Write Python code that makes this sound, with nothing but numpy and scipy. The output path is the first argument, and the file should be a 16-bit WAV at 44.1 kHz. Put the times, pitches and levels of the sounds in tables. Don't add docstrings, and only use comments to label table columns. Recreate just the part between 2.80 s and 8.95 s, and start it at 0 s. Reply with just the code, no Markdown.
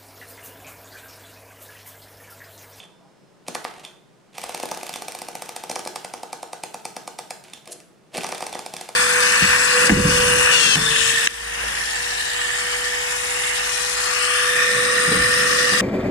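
import sys
import numpy as np
from scipy import signal
from scipy.fft import rfft, irfft
from scipy.io import wavfile

SR = 44100
rng = np.random.default_rng(int(sys.argv[2]) if len(sys.argv) > 2 else 0)


def dump(signal):
    limited = np.clip(np.atleast_2d(signal).T, -1, 1)
    pcm = np.round(limited * 32767).astype(np.int16)
    wavfile.write(sys.argv[1], SR, pcm)


N = 271215
TIME = np.arange(N) / SR
CRUISE_TURNS_PER_S = 15


def from_db(db):
    return 10 ** (np.asarray(db) / 20)


def unit_rms(x):
    return x / np.sqrt(np.mean(x ** 2) + 1e-20)


def in_time(points, s=TIME):
    return np.interp(s, *np.transpose(points))


def at_hz(points, hz):
    f, value = np.transpose(points)
    return np.interp(np.log(hz + 1e-3), np.log(f), value)


def add(track, s, sound):
    i = int(np.clip(round(s * SR), 0, N - 1))
    track[i:i + len(sound)] += sound[:N - i]


def filtered(x, kind, hz):
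    return signal.sosfilt(signal.butter(2, hz, kind, fs=SR, output="sos"), x)


def swell(s, length_s, attack_s, release_s):
    return np.exp(-np.maximum(s - TIME, 0) / attack_s - np.clip((TIME - s - length_s) / release_s, 0, 20))


def resonate(x, modes, in_phase=False):
    out = 0
    for k, (hz, width, db) in enumerate(modes):
        r = np.exp(-np.pi * width / SR)
        poles = [1, -2 * r * np.cos(2 * np.pi * hz / SR), r * r]
        ring = (1 - r * r) / 2 * signal.lfilter([1, 0, -1], poles, x + 1e-18)
        out += (1 if in_phase else (-1) ** k) * from_db(db) * ring
    return out


def chatter(length_ms, rise_ms, fall_ms):
    ms = TIME[:SR // 50] * 1000
    shape = (1 - np.exp(-ms / rise_ms)) * np.exp(-np.maximum(ms - length_ms, 0) / fall_ms)
    spectrum = rfft(shape * rng.standard_normal(len(ms)))
    burst = np.sqrt(shape) * irfft(spectrum / np.sqrt(np.abs(spectrum) + 1e-12), len(ms))
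    return burst * np.linalg.norm(shape) / np.linalg.norm(burst)


# frequency in Hz, left-right likeness (clipped to +-1).
MIC_LIKENESS = [(40, -1.7), (120, 0.32), (600, 0.42), (1500, 0.54), (9000, 0.34), (14000, -0.34)]
def diffuse(spectrum, size=N):
    hz = np.fft.rfftfreq(size, 1 / SR)
    alike = np.clip(at_hz(MIC_LIKENESS, hz), -1, 1)
    mid, side = rfft(rng.standard_normal((2, size)))
    pair = np.sqrt(1 + alike) * mid + np.sqrt(1 - alike) * side * [[1], [-1]]
    return irfft(from_db(at_hz(spectrum, hz)) * pair, size)


# frequency in Hz, relative level in dB.
AIR_SPECTRUM = [(25, -10), (100, -15.5), (140, -1.5), (190, 1.5), (250, -8), (350, -4), (800, -12),
                (2300, -22), (9000, -30), (16000, -45)]
def still_air(level_db=-54.5):
    return from_db(level_db) * unit_rms(diffuse(AIR_SPECTRUM))


def whistle(hz=5200, level_db=-73):
    span = in_time([(.05, 0), (.15, 1), (.5, 1), (.65, 0)])
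    return span * from_db(level_db) * np.sin(2 * np.pi * hz * TIME)


# frequency in Hz, gain in dB.
PORCH_COLOUR = [(60, 1), (200, -8.5), (400, -3), (580, -9.5), (740, -7.5), (920, -7), (1020, -7.5),
                (1500, -0.5), (2200, -12), (3200, -9.5), (8200, -11), (15000, -13)]
# frequency in Hz, seconds to fall 60 dB.
PORCH_DECAY = [(150, 0.76), (3000, 0.46), (9000, 0.39), (15000, 0.69)]
def porch(x, build_s=.005):
    t, hz = TIME[:SR], np.fft.rfftfreq(SR, 1 / SR)
    noise = rfft(diffuse(PORCH_COLOUR, size=SR))
    build = 1 - np.exp(-(t / build_s) ** 2)
    centres, tail = np.geomspace(125, 16000, 8), 0
    for centre, pick in zip(centres, np.eye(len(centres))):
        octave = irfft(noise * at_hz(np.c_[centres, pick], hz), SR)
        fade = build * from_db(-60 * t / at_hz(PORCH_DECAY, centre))
        tail += octave * fade / np.linalg.norm(fade)
    return signal.fftconvolve(x[None], tail, axes=1)[:, :N]


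def wall_echo(x, delay_s=.0095, level_db=-13.5):
    return from_db(level_db) * np.interp(TIME - delay_s, TIME, x, left=0)


# start in seconds, length in seconds, level in dB.
FINGER_DRAGS = [(0.06, 0.079, -64), (0.205, 0.087, -61)]
# frequency in Hz, width in Hz, relative level in dB.
GROAN_MODES = [(670, 20, 2), (805, 28, -3), (950, 34, -2)]
def finger_drags():
    pressure = sum(from_db(db) * swell(s, length_s, attack_s=.008, release_s=.014)
                   for s, length_s, db in FINGER_DRAGS)
    return pressure * unit_rms(resonate(rng.standard_normal(N), GROAN_MODES, in_phase=True))


def rubbing(gain, spectrum, grain_db, grain_ms):
    knots = np.cumsum(rng.exponential(1, N // 10)) * grain_ms / 1000
    grip = np.clip(rng.standard_normal(len(knots)), -2, 2)
    grains = from_db(grain_db * np.interp(TIME, knots, grip))
    return gain * unit_rms(grains * diffuse(spectrum).mean(axis=0))


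def finger_scrape(start_s=4.921, level_db=-34):
    pressure = from_db(level_db) * swell(start_s, length_s=.01, attack_s=.007, release_s=.0049)
    spectrum_hz_db = [(500, -23), (6500, 3.5), (11000, 6), (15000, -26)]
    return rubbing(pressure, spectrum_hz_db, grain_db=3.5, grain_ms=1.89)


# start in seconds, relative level in dB.
HAND_BUMPS = [(0.685, -28), (5.38, -22.5)]
# frequency in Hz, width in Hz, relative gain in dB.
BOARD_MODES = [(189, 23, -1.5), (244, 25, -0.5), (310.5, 40, -2.5), (374.5, 12, -0.5), (744, 183, -7),
               (888, 31, -3), (1205, 105, -6)]
def base_board(shaking, gain_db=5.5, bump_db=-4):
    t, lowest_hz = TIME[:SR // 100], BOARD_MODES[0][0]
    push = np.hanning(len(t)) * np.sin(2 * np.pi * lowest_hz * t)
    bumps = np.zeros(N)
    for s, db in HAND_BUMPS:
        add(bumps, s, from_db(db + bump_db) * push)
    return from_db(gain_db) * resonate(shaking + bumps, BOARD_MODES, in_phase=True)


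# time in seconds, speed in turns per second.
FIRST_RUN_SPEED = [(1.5812, 17.279), (1.75, 19.2028), (1.9, 16.7275), (2.01, 17.3514), (2.11, 14.9954),
                   (2.23, 16.6267), (2.33, 14.5914), (2.54, 14.898), (3.14, 11.6642), (3.44, 10.3425),
                   (4.14, 8.7703), (4.26, 9.1897), (4.5057, 8.2335)]
SECOND_RUN_SPEED = [(5.3773, 18.1521), (5.74, 16.0957), (5.88, 12.9677), (5.98, 13.8016), (6.0886, 12.2545)]
def wheel_speed(spin_up_s=.032, run_out_s=.46):
    return sum(in_time([(run[0][0] - spin_up_s, 0), *run, (run[-1][0] + run_out_s, 0)])
               for run in (FIRST_RUN_SPEED, SECOND_RUN_SPEED))


def turns():
    rows = []
    for run in (FIRST_RUN_SPEED, SECOND_RUN_SPEED):
        t = TIME[TIME >= run[0][0]]
        turned = np.cumsum(in_time(run, t)) / SR
        count = round(np.interp(run[-1][0], t, turned)) + 1
        starts = np.interp(np.arange(count), turned, t)
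        rows += zip(starts, in_time(run, starts))
    return rows


# start in seconds, length in seconds, rubbing in dB, rumble in dB.
WHEEL_NUDGES = [(0.0, 0.0074, -46, -78), (0.671, 0.41, -50.5, -64), (1.542, 0.024, -49.5, -76),
                (4.647, 0.1, -49, -77), (4.872, 0.064, -52, -54), (5.347, 0.026, -36.5, -39.5)]
# frequency in Hz, relative level in dB.
RUB_SPECTRUM = [(300, 1), (700, 12.5), (1500, -1), (2500, 8.5), (5000, -1), (9000, -2), (12000, -8),
                (16000, -49)]
RUMBLE_SPECTRUM = [(50, -48), (100, -15), (170, -3), (350, 11.5), (700, 15), (1500, -96), (16000, -70)]
def friction(cruise_rub_db=-47, cruise_rumble_db=-56):
    pace = wheel_speed() / CRUISE_TURNS_PER_S
    rub = from_db(cruise_rub_db) * pace ** 2.47
    rumble = from_db(cruise_rumble_db) * pace ** .78
    for s, length_s, rub_db, rumble_db in WHEEL_NUDGES:
        push = swell(s, length_s, attack_s=.0097, release_s=.045)
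        rub = np.hypot(rub, from_db(rub_db) * push)
        rumble = np.hypot(rumble, from_db(rumble_db) * push)
    return (rubbing(rub, RUB_SPECTRUM, grain_db=6, grain_ms=2.3)
            + rubbing(rumble, RUMBLE_SPECTRUM, grain_db=6, grain_ms=18))


# start in seconds, relative tick and ring in dB, favoured pitch in Hz.
STEEL_KNOCKS = [(0.001, -28, -35.5, 3420), (0.034, -40, -42, 3300), (1.049, -15, -32.5, 3350),
                (2.138, -8, -30, 3390), (4.7341, -11.5, -32, 3700), (5.408, -15, -30, 2660),
                (5.553, -24, -34.5, 3550), (5.736, -25, -33, 3450), (5.965, -7, -33, 3370)]
# frequency in Hz, width in Hz, relative gain in dB.
STEEL_MODES = [(2560, 220, 0), (3050, 60, -2), (3400, 130, -3), (3620, 150, -1), (3192, 5, 5), (3278, 5, 2),
               (3450, 8, 3), (3545, 7, 6.5), (3714, 7, -2)]
def steel_pings(gain_db=30.5, favour_db_per_octave=22):
    out = np.zeros(N)
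    for s, _, ring_db, favoured_hz in STEEL_KNOCKS:
        blow = np.pad(from_db(ring_db + gain_db) * np.hanning(8), (0, SR // 2))
        modes = [(hz, width, db - favour_db_per_octave * abs(np.log2(hz / favoured_hz)))
                 for hz, width, db in STEEL_MODES]
        add(out, s, resonate(blow, modes))
    return out


def return_ticks(after_turns=.46, cruise_db=-28.5, scatter_db=1.5):
    rows = []
    for s, speed in turns():
        speed_db = min(speed - CRUISE_TURNS_PER_S, 1)
        rows.append((s + after_turns / speed, cruise_db + speed_db - scatter_db * rng.standard_normal()))
    return rows


# start in seconds, relative level in dB.
JOINT_TICKS = [(1.6155, -16.5), (1.6685, -29), (1.7222, -30), (1.776, -17.5), (1.8884, -18),
               (1.9465, -17.5), (2.066, -14), (2.129, -18), (2.3204, -16), (2.388, -15), (2.6585, -21.5),
               (4.6387, -25.5), (4.699, -30), (4.856, -27.5), (4.8745, -18.5), (5.002, -26),
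               (5.3423, -20.5), (5.361, -19), (5.3697, -9), (5.4145, -16), (5.4658, -11), (5.58, -17),
               (5.6391, -18)]
def linkage(gain_db=-12.5):
    force = np.zeros(N)
    for s, db in return_ticks() + list(JOINT_TICKS):
        add(force, s, from_db(db + gain_db) * chatter(1, rise_ms=.2, fall_ms=2.4))
    for s, tick_db, _, _ in STEEL_KNOCKS:
        add(force, s, from_db(tick_db + gain_db) * chatter(.27, rise_ms=1, fall_ms=2.8))
    return force


# frequency in Hz, width in Hz, gain in dB.
FRAME_MODES = [(1130, 100, 1), (1713, 83, -9.5), (2033, 174, -1), (2362, 192, 5.5), (2633, 50, 1.5),
               (3084, 200, -4), (3625, 270, -2.5), (4260, 580, -2.5), (4980, 570, 0.5), (5690, 270, -2),
               (6780, 1300, -5), (8077, 150, 4.5), (8690, 275, 3.5), (8880, 32, 0.5), (9600, 260, -3.5),
               (10360, 170, -6)]
TOP_MODES = [(10000, 100, -40), (12100, 1100, -25), (14300, 300, -20.5)]
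# time in seconds, gain in dB.
TOP_GAIN = [(0.8, -2), (1.6, 13), (2.85, 13.5), (3.15, -40), (4.5, -57), (5.4, -35), (6.1, 1)]
def frame_ring(contacts, gain_db=2.5, soft_hz=11000):
    top = resonate(contacts * from_db(in_time(TOP_GAIN)), TOP_MODES)
    ring = filtered(resonate(contacts, FRAME_MODES, in_phase=True), "low", soft_hz)
    return from_db(gain_db) * (ring + top), top


# start in seconds, wait from shutter to pop in ms,
# shutter in dB, pop in dB, pop pitch in Hz, crack in dB, buzz in dB; all levels are relative.
HARD_STROKES = [(0.6814, 3.4, -24, -20, 650, -41, -42), (0.7486, 5.03, -23, -17, 750, -14.5, -17.5),
                (0.8436, 7.04, -29, -16.5, 800, -14, -40), (1.8293, 6.5, -27, -15, 654, -24, -40),
                (1.9129, 5.7, -25, -16, 850, -37, -17), (2.8961, 4, -25, -17.5, 695, -33, -15),
                (2.9563, 6.35, -23.5, -15.5, 800, -21.5, -20), (3.0501, 12, -30.5, -18.5, 650, -40, -42),
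                (5.378, 3.61, -26, -19, 635, -37, -22), (5.4414, 4.7, -28, -17.5, 840, -18, -15.5),
                (5.5194, 5.96, -27, -17, 764, -17.5, -21), (5.6211, 5.2, -28.5, -16.5, 780, -19, -32),
                (5.748, 5.9, -30.5, -17.5, 710, -22.5, -34)]
# frequency in Hz, width in Hz, gain in dB.
MOUTH_MODES = [(1180, 100, 4.5), (1846, 260, 3.5), (2200, 730, -1.5), (4870, 960, -7)]
def mouth_cracks(gain_db=14.5, lead_ms=.703):
    front = np.zeros(N)
    for s, wait_ms, *_, crack_db, _ in HARD_STROKES:
        add(front, s + (wait_ms - lead_ms) / 1000, from_db(crack_db + gain_db) * np.hanning(6))
    return resonate(front, MOUTH_MODES)


# frequency in Hz, width in Hz, gain in dB.
BLADE_MODES = [(5420, 300, 0), (5750, 400, 9), (6800, 430, 1)]
def blade_buzzes(gain_db=-6):
    force = np.zeros(N)
    for s, wait_ms, *_, buzz_db in HARD_STROKES:
        add(force, s, from_db(buzz_db + gain_db) * chatter(wait_ms - 1, rise_ms=.6, fall_ms=1))
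    return resonate(force, BLADE_MODES)


# time in seconds, relative level in dB.
POP_STRENGTH = [(1.58, -22.5), (1.64, -21), (2.0, -23), (3.0, -22.5), (3.5, -20), (4.5, -22), (5.5, -23.5),
                (6.1, -23.5)]
def even_strokes(lag_turns=.03103, cruise_hz=793, cruise_db=-26.5, scatter_db=2.1):
    rows = []
    for s, speed in turns():
        force_jitter, pitch_jitter = rng.standard_normal(2)
        overspeed = speed - CRUISE_TURNS_PER_S
        hz = (cruise_hz - 5.5 * overspeed) * (1 + .03 * pitch_jitter)
        wait_ms = 1000 * lag_turns / speed
        shutter_db = cruise_db + .1744 * overspeed + scatter_db * force_jitter
        rows.append((s, wait_ms, shutter_db, in_time(POP_STRENGTH, s), hz))
    return rows


def lateness(wait_ms):
    return np.clip((wait_ms - 3.5) / 2, 0, 1)


def cylinder_hum(strokes, gain_db=-17.5, start_hz=522, end_hz=428, sink_ms=27, fall_ms=27):
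    hum, ms = np.zeros(N), TIME[:SR // 8] * 1000
    hz = end_hz + (start_hz - end_hz) * np.exp(-ms / sink_ms)
    note = -np.sin(2 * np.pi * np.cumsum(hz) / SR) * np.exp(-ms / fall_ms) * np.tanh(ms / 2)
    for s, wait_ms, _, pop_db, _ in strokes:
        add(hum, s + wait_ms / 1000, from_db(pop_db + gain_db) * note)
    return hum


def shutter(strokes, longest_ms=2.18, slide_db=-18.5, snap_db=-14):
    force = np.zeros(N)
    for s, wait_ms, shutter_db, pop_db, _ in strokes:
        slide = from_db(shutter_db + slide_db) * chatter(6, rise_ms=.5, fall_ms=2)
        rattle = from_db(shutter_db) * chatter(min(wait_ms, longest_ms), rise_ms=.06, fall_ms=2.7)
        snap = from_db(pop_db + snap_db) * chatter(.5, rise_ms=.1, fall_ms=1)
        add(force, s - .0065, slide)
        add(force, s, rattle)
        add(force, s + (wait_ms - 1) / 1000, lateness(wait_ms) * snap)
    return force


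def gas_pops(strokes, gain_db=-1.5, rise_ms=.54, prompt_fall_ms=1.42, late_fall_ms=1):
    pressure = np.zeros(N)
    ms = np.arange(-SR // 500, SR // 80) / SR * 1000
    for s, wait_ms, _, pop_db, hz in strokes:
        late = lateness(wait_ms)
        fall_ms = prompt_fall_ms + late * (late_fall_ms - prompt_fall_ms)
        envelope = np.exp(-(np.minimum(ms, 0) / rise_ms) ** 2 - np.maximum(ms, 0) / fall_ms)
        phase = 2 * np.pi * hz * (.9 * ms + .057 * np.tanh(ms)) / 1000
        wave = np.cos(phase) - late * (.046 * np.sin(2 * phase) + .055 * np.cos(3 * phase))
        add(pressure, s + (wait_ms + ms[0]) / 1000, from_db(pop_db + gain_db) * envelope * wave)
    return filtered(pressure, "high", hz=214)


def scene():
    strokes = even_strokes() + [stroke[:5] for stroke in HARD_STROKES]
    contacts = shutter(strokes) + linkage()
    gas, cracks = gas_pops(strokes), mouth_cracks()
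    clack, top = frame_ring(contacts)
    body = gas + base_board(gas + contacts) + steel_pings() + cracks + blade_buzzes()
    body += finger_drags() + friction() + finger_scrape()
    near = clack + body + cylinder_hum(strokes)
    smooth_clack = from_db(4.5) * filtered(contacts, "band", hz=[1200, 10200])
    radiated = smooth_clack + .067 * clack + 3 * top + .27 * cracks + body
    return near + wall_echo(clack) + porch(radiated) + still_air() + whistle()


# frequency in Hz, left microphone over right in dB.
MIC_BALANCE = [(100, 2.5), (300, 1), (700, -1), (1400, -2.5), (2800, -2.5), (5600, -1), (10000, 2.5),
               (14000, -1)]
def record(dry, cutoff_hz=15800):
    lean_db = at_hz(MIC_BALANCE, np.fft.rfftfreq(2 * N, 1 / SR)) * [[.5], [-.5]]
    heard = irfft(rfft(dry, 2 * N) * from_db(lean_db))[:, :N]
    return signal.sosfilt(signal.ellip(10, .1, 80, cutoff_hz, fs=SR, output="sos"), heard)


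dry = scene()
out = record(dry)
dump(out)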